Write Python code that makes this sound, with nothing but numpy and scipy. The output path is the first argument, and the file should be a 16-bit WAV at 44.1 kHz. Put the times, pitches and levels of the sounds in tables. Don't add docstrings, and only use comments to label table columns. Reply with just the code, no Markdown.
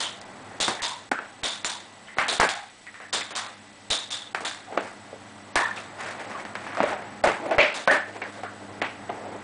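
import sys
import numpy as np
from scipy import signal
from scipy.fft import rfft, irfft, next_fast_len
from scipy.io import wavfile
from scipy.ndimage import uniform_filter1d, map_coordinates

SR = 44100
rng = np.random.default_rng(int(sys.argv[2]) if len(sys.argv) > 2 else 0)


def makeup_ratio(level_db):
    decades = np.asarray(level_db, float) / 20
    return 10 ** decades


def dump(signal):
    limited = np.clip(np.atleast_2d(signal).T, -1, 1)
    pcm = np.round(limited * 32767).astype(np.int16)
    wavfile.write(sys.argv[1], SR, pcm)


N = 415863


def unit(x):
    return x / np.sqrt(np.mean(x ** 2) + 1e-20)


def curves(rows):
    s, *columns = np.transpose(rows)
    return [np.interp(np.arange(N) / SR, s, column) for column in columns]


def wobble(rate):
    at = np.arange(0, N, 12)
    knots = rng.standard_normal(int(N * rate / SR) + 4)
    return np.interp(np.arange(N), at, map_coordinates(knots, [at * rate / SR]))


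def filtered(x, response):
    m = next_fast_len(N + SR // 2)
    return irfft(rfft(x, m) * response(np.fft.rfftfreq(m, 1 / SR)), m)[..., :N]


def coloured(spectrum):
    f, db = np.transpose(spectrum)

    def response(hz):
        return makeup_ratio(np.interp(np.log(hz + 1), np.log(f + 1), db))

    return unit(filtered(rng.standard_normal(N), response))


def lines(rows):
    t = np.arange(N) / SR
    out = np.zeros(N)
    for hz, db, width in rows:
        wander = np.cumsum(width * wobble(30 + 3 * width)) / SR
        out += makeup_ratio(db - 0.5) * np.sin(2 * np.pi * (hz * t + wander))
    return out


# frequency in Hz, density in dB per Hz.
STREET_SPECTRUM = [(15, -64), (25, -15), (69, -25), (96, -6.5), (169, -10), (206, -3.5), (403, -9),
                   (741, -4), (809, -3.5), (941, -7.5), (1810, -11.5), (1930, -10.5), (4500, -44),
                   (5850, -56), (9900, -120)]
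# frequency in Hz, density in dB per Hz.
HISS_SPECTRUM = [(1470, -11.5), (2500, -6), (3430, -6), (3880, -7.5), (6820, -13), (8150, -12),
                 (10200, -18.5), (10300, -33), (13400, -67), (22000, -120)]
# frequency in Hz, level in dB re hum, line width in Hz.
HUM_LINES = [
    (103.3, 0.5, 1.1),
    (205, 1, 1.5),
    (297, -0.5, 5.7),
]
# frequency in Hz, level in dB, line width in Hz.
WHINE_LINES = [
    (1976, -60, 8),
    (7865, -65, 12),
    (7865, -63, 130),
]
# time in seconds, hum level in dB, street level in dB.
SWELL = [(0, -63, -39), (.55, -63, -35), (1.05, -62.5, -42.5), (2.05, -64.5, -41.5), (2.75, -70, -47),
         (3.1, -59, -46), (3.8, -60.5, -43.5), (4.7, -59.5, -40), (5.4, -54, -39), (6.1, -58, -34.5),
         (7.2, -50.5, -34), (7.8, -67, -45), (8.1, -54.5, -46.5), (8.7, -50, -36), (9.43, -51, -33.5)]


def background():
    hum_db, street_db = curves(SWELL)
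    hiss_db = -50.3 + 0.093 * (street_db - street_db.mean())
    street = makeup_ratio(street_db - 8.0 + 0.56 * wobble(6)) * coloured(STREET_SPECTRUM)
    hum = makeup_ratio(hum_db + 1.8 * wobble(14)) * lines(HUM_LINES)
    hiss = makeup_ratio(hiss_db - 3.5) * coloured(HISS_SPECTRUM)
    whine = makeup_ratio(hiss_db + 52.0) * lines(WHINE_LINES)
    return street + hum + hiss + whine


# time in seconds, peak in dB.
THUMPS = [(0.604, -45), (0.818, -48), (1.432, -43), (1.645, -50), (2.185, -48), (2.397, -32), (3.903, -39),
          (5.558, -38.5), (7.237, -42), (7.271, -40), (7.58, -32.5), (7.873, -63)]


def thumps():
    push, t = np.zeros(N), np.arange(2000) / SR
    for s, db in THUMPS:
        push[round(s * SR)] = -makeup_ratio(db + 11.5)
    recoil = (1 - t / 0.0014) * np.exp(-t / 0.0028)
    return signal.fftconvolve(push, recoil)[:N]


# start in seconds, level in dB, frequency in Hz, width in Hz, hold in seconds.
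RINGING_PARTS = [(.005, -42, 985, 150, 0.049), (.005, -37, 3150, 404, 0.065), (0.684, -35, 765, 125, 0.015),
                 (0.816, -35, 975, 104, 0.1), (1.119, -34, 1490, 316, 0.058),
                 (3.129, -35, 3530, 300, 0.025), (1.659, -41, 950, 150, 0.081),
                 (2.405, -27, 1600, 200, 0.047), (2.486, -41, 780, 119, 0.11),
                 (3.359, -39, 1060, 350, 0.069), (3.909, -27, 3680, 301, 0.035),
                 (4.677, -41, 766, 90, 0.028), (5.565, -27.5, 1760, 107.6, 0.072),
                 (5.576, -25.5, 1050, 50.3, 0.009), (6.344, -38, 1120, 200, 0.017),
                 (8.223, -41, 1860, 496, 0.0088), (8.44, -37, 1340, 397, 0.019),
                 (7.585, -19, 2250, 700, 0.05), (7.445, -34, 600, 150, 0.06), (7.51, -26, 620, 150, 0.015),
                 (7.583, -18, 600, 104, 0.0088), (7.873, -22.5, 1514, 57.3, 0.041),
                 (7.889, -21, 1766, 120, 0.046), (7.872, -21, 600, 61.6, 0.011),
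                 (9.085, -47, 616, 200, 0.035), (0.605, -31, 3650, 350, 0.045),
                 (1.44, -31, 3600, 250, 0.02), (4.118, -36, 3600, 250, 0.03), (0.79, -38, 1850, 300, 0.025),
                 (2.1, -49, 2000, 250, 0.045), (3.004, -46, 1800, 300, 0.05), (2.945, -48, 1850, 300, 0.02),
                 (6.91, -32, 700, 200, 0.02), (5.59, -27, 1000, 200, 0.03), (5.635, -32, 1400, 500, 0.017),
                 (8.83, -35, 2400, 700, 0.02)]
# start in seconds, level in dB, frequency in Hz, width in Hz.
PINGING_PARTS = [(2.082, -38, 1900, 200), (2.07, -48, 3000, 400), (2.19, -37, 1150, 116),
                 (2.288, -23.5, 4030, 405), (2.866, -40, 2000, 250), (2.876, -43, 1800, 200),
                 (3.21, -33.5, 2080, 600), (4.18, -47, 3350, 120), (4.218, -42, 3430, 120),
                 (4.264, -40.5, 3470, 160), (5.131, -38, 496, 148), (4.772, -27.5, 423, 350),
                 (6.808, -30, 300, 150), (6.834, -26, 600, 200), (1.116, -35, 230, 120),
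                 (0.682, -33, 200, 120), (6.802, -29, 456, 300), (7.242, -16.5, 660, 151.6),
                 (9.096, -32.5, 780, 158), (5.708, -33, 1765, 120), (8.219, -35, 2250, 250),
                 (8.247, -34, 1650, 200), (8.434, -37, 600, 200), (1.164, -35, 1450, 200),
                 (1.647, -30, 7200, 400), (4.437, -36, 1150, 300), (6.748, -34, 1250, 250),
                 (6.773, -28, 700, 200), (5.772, -36, 2600, 300)]


def rings():
    out, t = np.zeros(N + SR), np.arange(SR // 2) / SR
    ring_t60_s, ping_t60_s, ping_hold_s = 0.34, 0.095, 0.0079
    parts = [(*row, ring_t60_s) for row in RINGING_PARTS]
    parts += [(*row, ping_hold_s, ping_t60_s) for row in PINGING_PARTS]
    for s, db, hz, width, hold, t60 in parts:
        unevenness_db = 1.5 * map_coordinates(rng.standard_normal(100), [t * 150])
        rattle = rng.standard_normal(len(t)) * makeup_ratio(unevenness_db)
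        peak = signal.iirpeak(hz, hz / max(1.5 * width, 60), SR)
        tone = unit(signal.lfilter(*peak, signal.lfilter(*peak, rattle)))
        decay = makeup_ratio(db - 60 * np.maximum(t - hold, 0) / t60)
        onset = 1 - np.exp(-t / 0.0013)
        out[round(s * SR):][:len(t)] += tone * decay * onset
    return out[:N]


def ringing(force, modes):
    def body(f):
        total = 0
        for k, (centre, width, db) in enumerate(modes):
            damping = 1j * f * width
            total = total + (-1) ** k * makeup_ratio(db) * damping / (centre ** 2 - f ** 2 + damping)
        return total

    gain = np.sqrt(np.mean(abs(body(np.linspace(0, SR / 2, num=2000))) ** 2))
    return filtered(force, body) / gain


# frequency in Hz, width in Hz, level in dB.
LOW_BODY = [(302, 183, -3.5), (600, 336, 3.5), (780, 407, 0)]
# frequency in Hz, width in Hz, level in dB.
TUBE = [(1150, 780, -1.5), (1600, 296, 6), (1950, 790, -0.5)]
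# frequency in Hz, width in Hz, level in dB.
STEEL = [(2820, 2600, -6), (4700, 1770, 0.5), (6800, 3300, -2.5), (8850, 2800, -4.5)]
# frequency in Hz, width in Hz, level in dB.
COIL = [(3570, 420, 0), (7200, 200, -11)]


def bodies(low, tube, steel, grain_db, coil=0, blows=0):
    bunching = makeup_ratio(grain_db * (wobble(1300) + 0.6 * wobble(350)))
    force = blows + unit(rng.standard_normal((3, N)) * bunching)

    def dulling(f):
        return 1 / (1 + 1.2j * f / 2650 - (f / 2650) ** 2) ** 0.98

    dull = ringing(low * force[0], LOW_BODY) + ringing(tube * force[0], TUBE)
    bright = ringing(steel * force[1], STEEL) + ringing(coil * force[2], COIL)
    return filtered(dull, dulling) + bright


def struck(rows, shape, fade, grain_db, coil_db, blow_db):
    power, blows, t = np.zeros((4, N + SR)), np.zeros(N), np.arange(SR // 2) / SR
    for s, db, low_db, steel_db, t60, extra in rows:
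        at = round(s * SR)
        blows[at + 40:at + 46] = -makeup_ratio(blow_db) * np.hanning(6)
        for k, rel_db in enumerate([low_db, 0, steel_db, steel_db + coil_db]):
            envelope = makeup_ratio(db + rel_db) * shape(t, t60 * fade[k], extra)
            power[k, at:at + len(t)] += envelope ** 2
    low, tube, steel, coil = np.sqrt(power[:, :N])
    return bodies(low, tube, steel, grain_db, coil, blows)


# start in seconds, length in seconds, level in dB, low body in dB.
STROKES = [(4.69, 0.12, -46.5, 7), (4.812, 0.12, -41, -3), (5.728, 0.054, -50, 11),
           (5.967, 0.17, -34.5, -6), (6.156, 0.25, -37.5, -2), (6.476, 0.076, -49, -3),
           (6.57, 0.16, -40.5, -9), (6.855, 0.06, -30, -2), (6.985, 0.085, -49.5, 5), (7.37, 0.15, -43, 11),
           (7.45, 0.13, -42, 8), (7.705, 0.11, -35, -1.5), (8.052, .17, -42, 4), (8.25, 0.035, -40.5, 5),
           (8.315, 0.066, -43.5, 4), (8.49, 0.28, -57.5, 14), (9.117, 0.22, -54, 18)]


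def scuffs():
    t, level, low = np.arange(N) / SR, 0, 0
    rise_s, fall_s, grit_db = 0.037, 0.049, -11.5
    for s, length, db, low_db in STROKES:
        rise = (t - s) / rise_s
        fall = 1 - (t - s - length) / fall_s
        stroke = makeup_ratio(db - 5.5) * np.clip(np.minimum(rise, fall), 0, 1)
        level = level + stroke
        low = low + stroke * makeup_ratio(low_db)
    drag = makeup_ratio(2 * wobble(25) + 2.5 * np.clip(wobble(70), 0, 1.5))
    return bodies(low * drag, level * drag, level * drag * makeup_ratio(grit_db), grain_db=2.0)


# start in seconds, peak in dB, low body in dB, steel in dB, decay T60 in seconds.
KNOCKS = [(0.214, -37, -24, 4.5, 0.05), (0.68, -15, 0, -2, 0.38), (1.1145, -14, -1, -10, 0.17),
          (1.188, -28.5, -0.5, -29, 0.55), (2.4443, -31, -22, -17, 0.32), (2.866, -36, -10, -22, 0.41),
          (2.9418, -31.5, -22, -15, 0.39), (4.3479, -15.5, -8, -13.5, 0.27), (4.723, -32, 8, -31, 0.25),
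          (4.774, -13.5, -1, -25, 0.18), (5.1282, -46.5, 18.5, -8, 0.15), (6.0075, -24, -14, -7, 0.12),
          (6.109, -32.5, -6, -2, 0.18), (6.4506, -25, -7, -13, 0.29), (6.5535, -20, -10, -14, 0.2),
          (6.7486, -25, -14, -12.5, 0.32), (6.8035, -19, 3, -18.5, 0.81), (6.83, -19, 0, -12.5, 0.56),
          (7.0223, -31, -1, -22, 0.12), (7.5825, -9, -2, -24, 0.54), (7.875, -8, -2, -16.5, 0.25),
          (8.8165, -12.5, -4, -25, 0.3), (9.093, -25.5, 6.5, -37, 0.31)]
# start in seconds, peak in dB, low body in dB, steel in dB, decay T60 in seconds.
SLAPS = [(2.0825, -38, -18, -22, 0.45), (2.169, -32.5, 5.5, 0, 0.18), (2.184, -9, -12, -16.5, 0.38),
         (2.3995, -10, -6, -4, 0.27), (2.411, -13, -14, -18.5, 0.51), (2.431, -27.5, 13.5, 8.5, 0.25),
         (3.0005, -33, -3.5, -16, 0.34), (3.3065, -28.5, -2, -3, 0.46), (4.4057, -29.5, 3.5, -3, 0.25),
         (4.807, -29, 2.5, -7.5, 0.35), (5.556, -8, -7.5, -8, 0.25), (5.708, -31, -21, -11, 0.15),
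         (6.296, -33, -3, -20, 0.51), (6.6656, -26, -5, -19, 0.26), (6.7219, -26, -3, -41, 0.24),
         (6.771, -21, -2.5, -16.5, 0.54), (7.2383, -12, 2, -10.5, 0.41), (7.272, -13, -1, -17, 0.26),
         (7.317, -23, -7, -10.5, 0.39), (7.5097, -15.5, -1, -18, 0.26), (7.9106, -10, -6, -12.5, 0.4),
         (8.2175, -24, -3.5, -41, 0.31), (8.433, -28, 4.5, -13, 0.17)]


def slaps():
    def shape(t, t60, wash_db):
        crack = makeup_ratio(-7.5 - 60 * t / 0.025)
        wash = makeup_ratio(wash_db - 60 * t / t60) * (1 - np.exp(-t / 0.0092))
        return crack + wash

    knock_wash_db, slap_wash_db = -12.5, -9
    rows = [(*row, knock_wash_db) for row in KNOCKS] + [(*row, slap_wash_db) for row in SLAPS]
    return struck(rows, shape, fade=[0.86, 0.95, 0.69, 0.3], grain_db=1.0, coil_db=-36, blow_db=8.5)


# time in seconds, peak in dB, frequency in Hz.
CLICKS = [(.2148, -25, 4500), (.6024, -12, 700), (.6124, -9, 3600), (.6293, -10, 3600), (.6807, -5, 1100),
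          (.6848, -6, 1000), (.8218, -13, 3900), (.8345, -13, 3000), (1.1158, -10, 1100),
          (1.1181, -5, 1000), (1.1196, -7, 1300), (1.1897, -16, 1500), (1.434, -11, 2900),
          (1.4475, -10, 3600), (1.4585, -9, 3600), (1.6463, -8, 4000), (1.647, -6, 2000),
          (2.1705, -20, 1000), (2.1851, -6, 2300), (2.2845, -10, 3200), (2.2884, -9, 3200), (2.399, 1, 900),
          (2.413, -7, 1300), (2.4174, -1, 1100), (2.4293, -4, 900), (2.4313, -4, 800), (2.443, -5, 1300),
          (2.4904, -5, 2800), (2.8678, -24, 2000), (2.9433, -26, 1800), (3.0038, -27, 700),
          (3.1294, -9, 3900), (3.139, -9, 3600), (3.3537, -14, 5500), (3.9061, -7, 3750),
          (4.1061, -13, 4800), (4.3476, -5, 1400), (4.4385, -22, 1250), (4.7252, -22, 600),
          (4.7492, -23, 550), (4.7758, -10, 1100), (4.7775, -8, 1300), (5.5638, -6, 1200),
          (6.5535, -12, 1700), (6.7714, -10, 1500), (6.8036, -5, 900), (6.8044, 0, 550), (6.8388, -9, 650),
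          (7.2415, -4, 700), (7.5829, -1, 1000), (7.8757, -2, 800), (8.218, -14, 1100), (8.4337, -17, 900),
          (8.8168, -13, 1700), (8.8225, -6, 2200), (9.1006, -12, 800)]


def clicks():
    out, t = np.zeros(N), np.arange(400) / SR
    for s, db, hz in CLICKS:
        swing = np.sin(2 * np.pi * hz * t) * np.exp(-t * hz * 1.7)
        out[round(s * SR):][:len(t)] -= makeup_ratio(db + 0.3) * swing
    return filtered(out, lambda f: (1j * f / (300 + 1j * f)) ** 2)


# start in seconds, peak in dB, low body in dB, steel in dB, hold in seconds.
CLATTER = [(0.0024, -22.5, -5.5, 3.5, 0.0039), (0.6, -22.5, -2, 6.5, 0.031), (0.8198, -26, -6, 5.5, 0.04),
           (1.4314, -24, -1.5, 3, 0.02), (1.444, -26, -6, 5, 0.016), (1.512, -36, -8, 5, 0.006),
           (1.54, -50, -12, 2, 0.12), (1.6455, -25, -7, 2.5, 0.023), (1.693, -35, -22, 8, 0.02),
           (2.282, -22.5, -3, 2, 0.052), (2.4895, -22, -16, -1, 0.011), (3.1275, -20, -1, 4, 0.0088),
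           (3.163, -31, 0, -19, 0.028), (3.3525, -25, -15, 2, 0.024), (3.38, -34, -4.5, -24, 0.11),
           (3.902, -25, 0.5, 7.5, 0.03), (4.104, -32, -8, 6.5, 0.004), (4.12, -29, -10, 5.5, 0.008),
           (4.448, -22.5, -7, 1, 0.0098), (4.498, -40, -3, -5, 0.015), (5.6, -22, -2.5, -6, 0.015),
           (5.761, -27.5, -14, -6, 0.012), (7.74, -29.5, -6, 3.5, 0.02), (8.323, -36, -17, -8, 0.035)]


def spring():
    def shape(t, t60, hold):
        decay = makeup_ratio(-11 - 60 * np.maximum(t - hold, 0) / t60)
        return decay * (1 - 0.25 * np.exp(-t / 0.0017))

    t60_s = 0.33
    rows = [(s, db, low_db, steel_db, t60_s, hold) for s, db, low_db, steel_db, hold in CLATTER]
    return struck(rows, shape, fade=[0.89, 1.6, 1.07, 1.42], grain_db=2.0, coil_db=-1.5, blow_db=-11)


def scene():
    mono = spring() + slaps() + clicks() + rings() + scuffs() + thumps() + background()
    return np.tile(mono, (2, 1))


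def starved(z, hz, margin_db, chance_db, mask_db, from_hz):
    rows, cols = np.arange(z.shape[0]) // 2, np.arange(z.shape[1]) // 6
    by_band = np.add.reduceat(abs(z) ** 2, np.arange(0, len(rows), 2), axis=0)
    cell = np.add.reduceat(by_band, np.arange(0, len(cols), 6), axis=1)
    nearby = uniform_filter1d(cell, size=3, axis=1) + makeup_ratio(2 * mask_db) * cell.sum(axis=0)
    luck = chance_db * (rng.standard_normal(cell.shape) + 0.7 * rng.standard_normal(cell.shape[1]))
    weak = cell < nearby * makeup_ratio(2 * (margin_db + luck))
    return 1 - 0.99 * (weak[rows][:, cols] & (hz[:, None] > from_hz))


# end in seconds, length in seconds, lowest frequency in Hz.
GAPS = [(0.205, .012, 7000), (0.601, 0.0099, 2600), (.818, 0.014, 3700), (1.112, 0.019, 700),
        (1.433, 0.014, 3000), (1.644, 0.012, 4700), (2.165, 0.02, 5500), (2.174, 0.0051, 5000),
        (2.4, .01, 5300), (3.124, 0.014, 1800), (3.35, 0.025, 4200), (4.105, 0.0045, 4500),
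        (4.345, 0.013, 1300), (4.77, 0.0049, 2500), (5.55, 0.025, 6800), (6.545, 0.0071, 4000),
        (7.229, 0.014, 1900), (7.509, 0.006, 3000), (7.58, 0.0054, 2400), (7.871, .012, 3600),
        (8.813, 0.0091, 3000)]


def drop_treble(z, hz, t):
    for end, length, low_hz in GAPS:
        z[hz > low_hz - 400] *= 1 - 0.999 * ((t > end - length) & (t < end))
    return z


def band_limit(x):
    return signal.sosfilt(signal.butter(12, 10490, fs=SR, output="sos"), x)


def record(dry):
    overloaded = dry[0] / (1 + abs(dry[0] / 0.72) ** 8) ** (1 / 8)
    hz, t, z = signal.stft(overloaded, SR, nperseg=128)
    z *= starved(z, hz, margin_db=-4.6, chance_db=2.7, mask_db=-35, from_hz=4800)
    z = drop_treble(z, hz, t)
    x = signal.istft(z, SR, nperseg=128)[1][:N]
    x = filtered(x, lambda f: 1 / (1 + (f / 10150) ** 160))
    return band_limit(np.tile(x, (2, 1)))


dry = scene()
out = record(dry)
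dump(out)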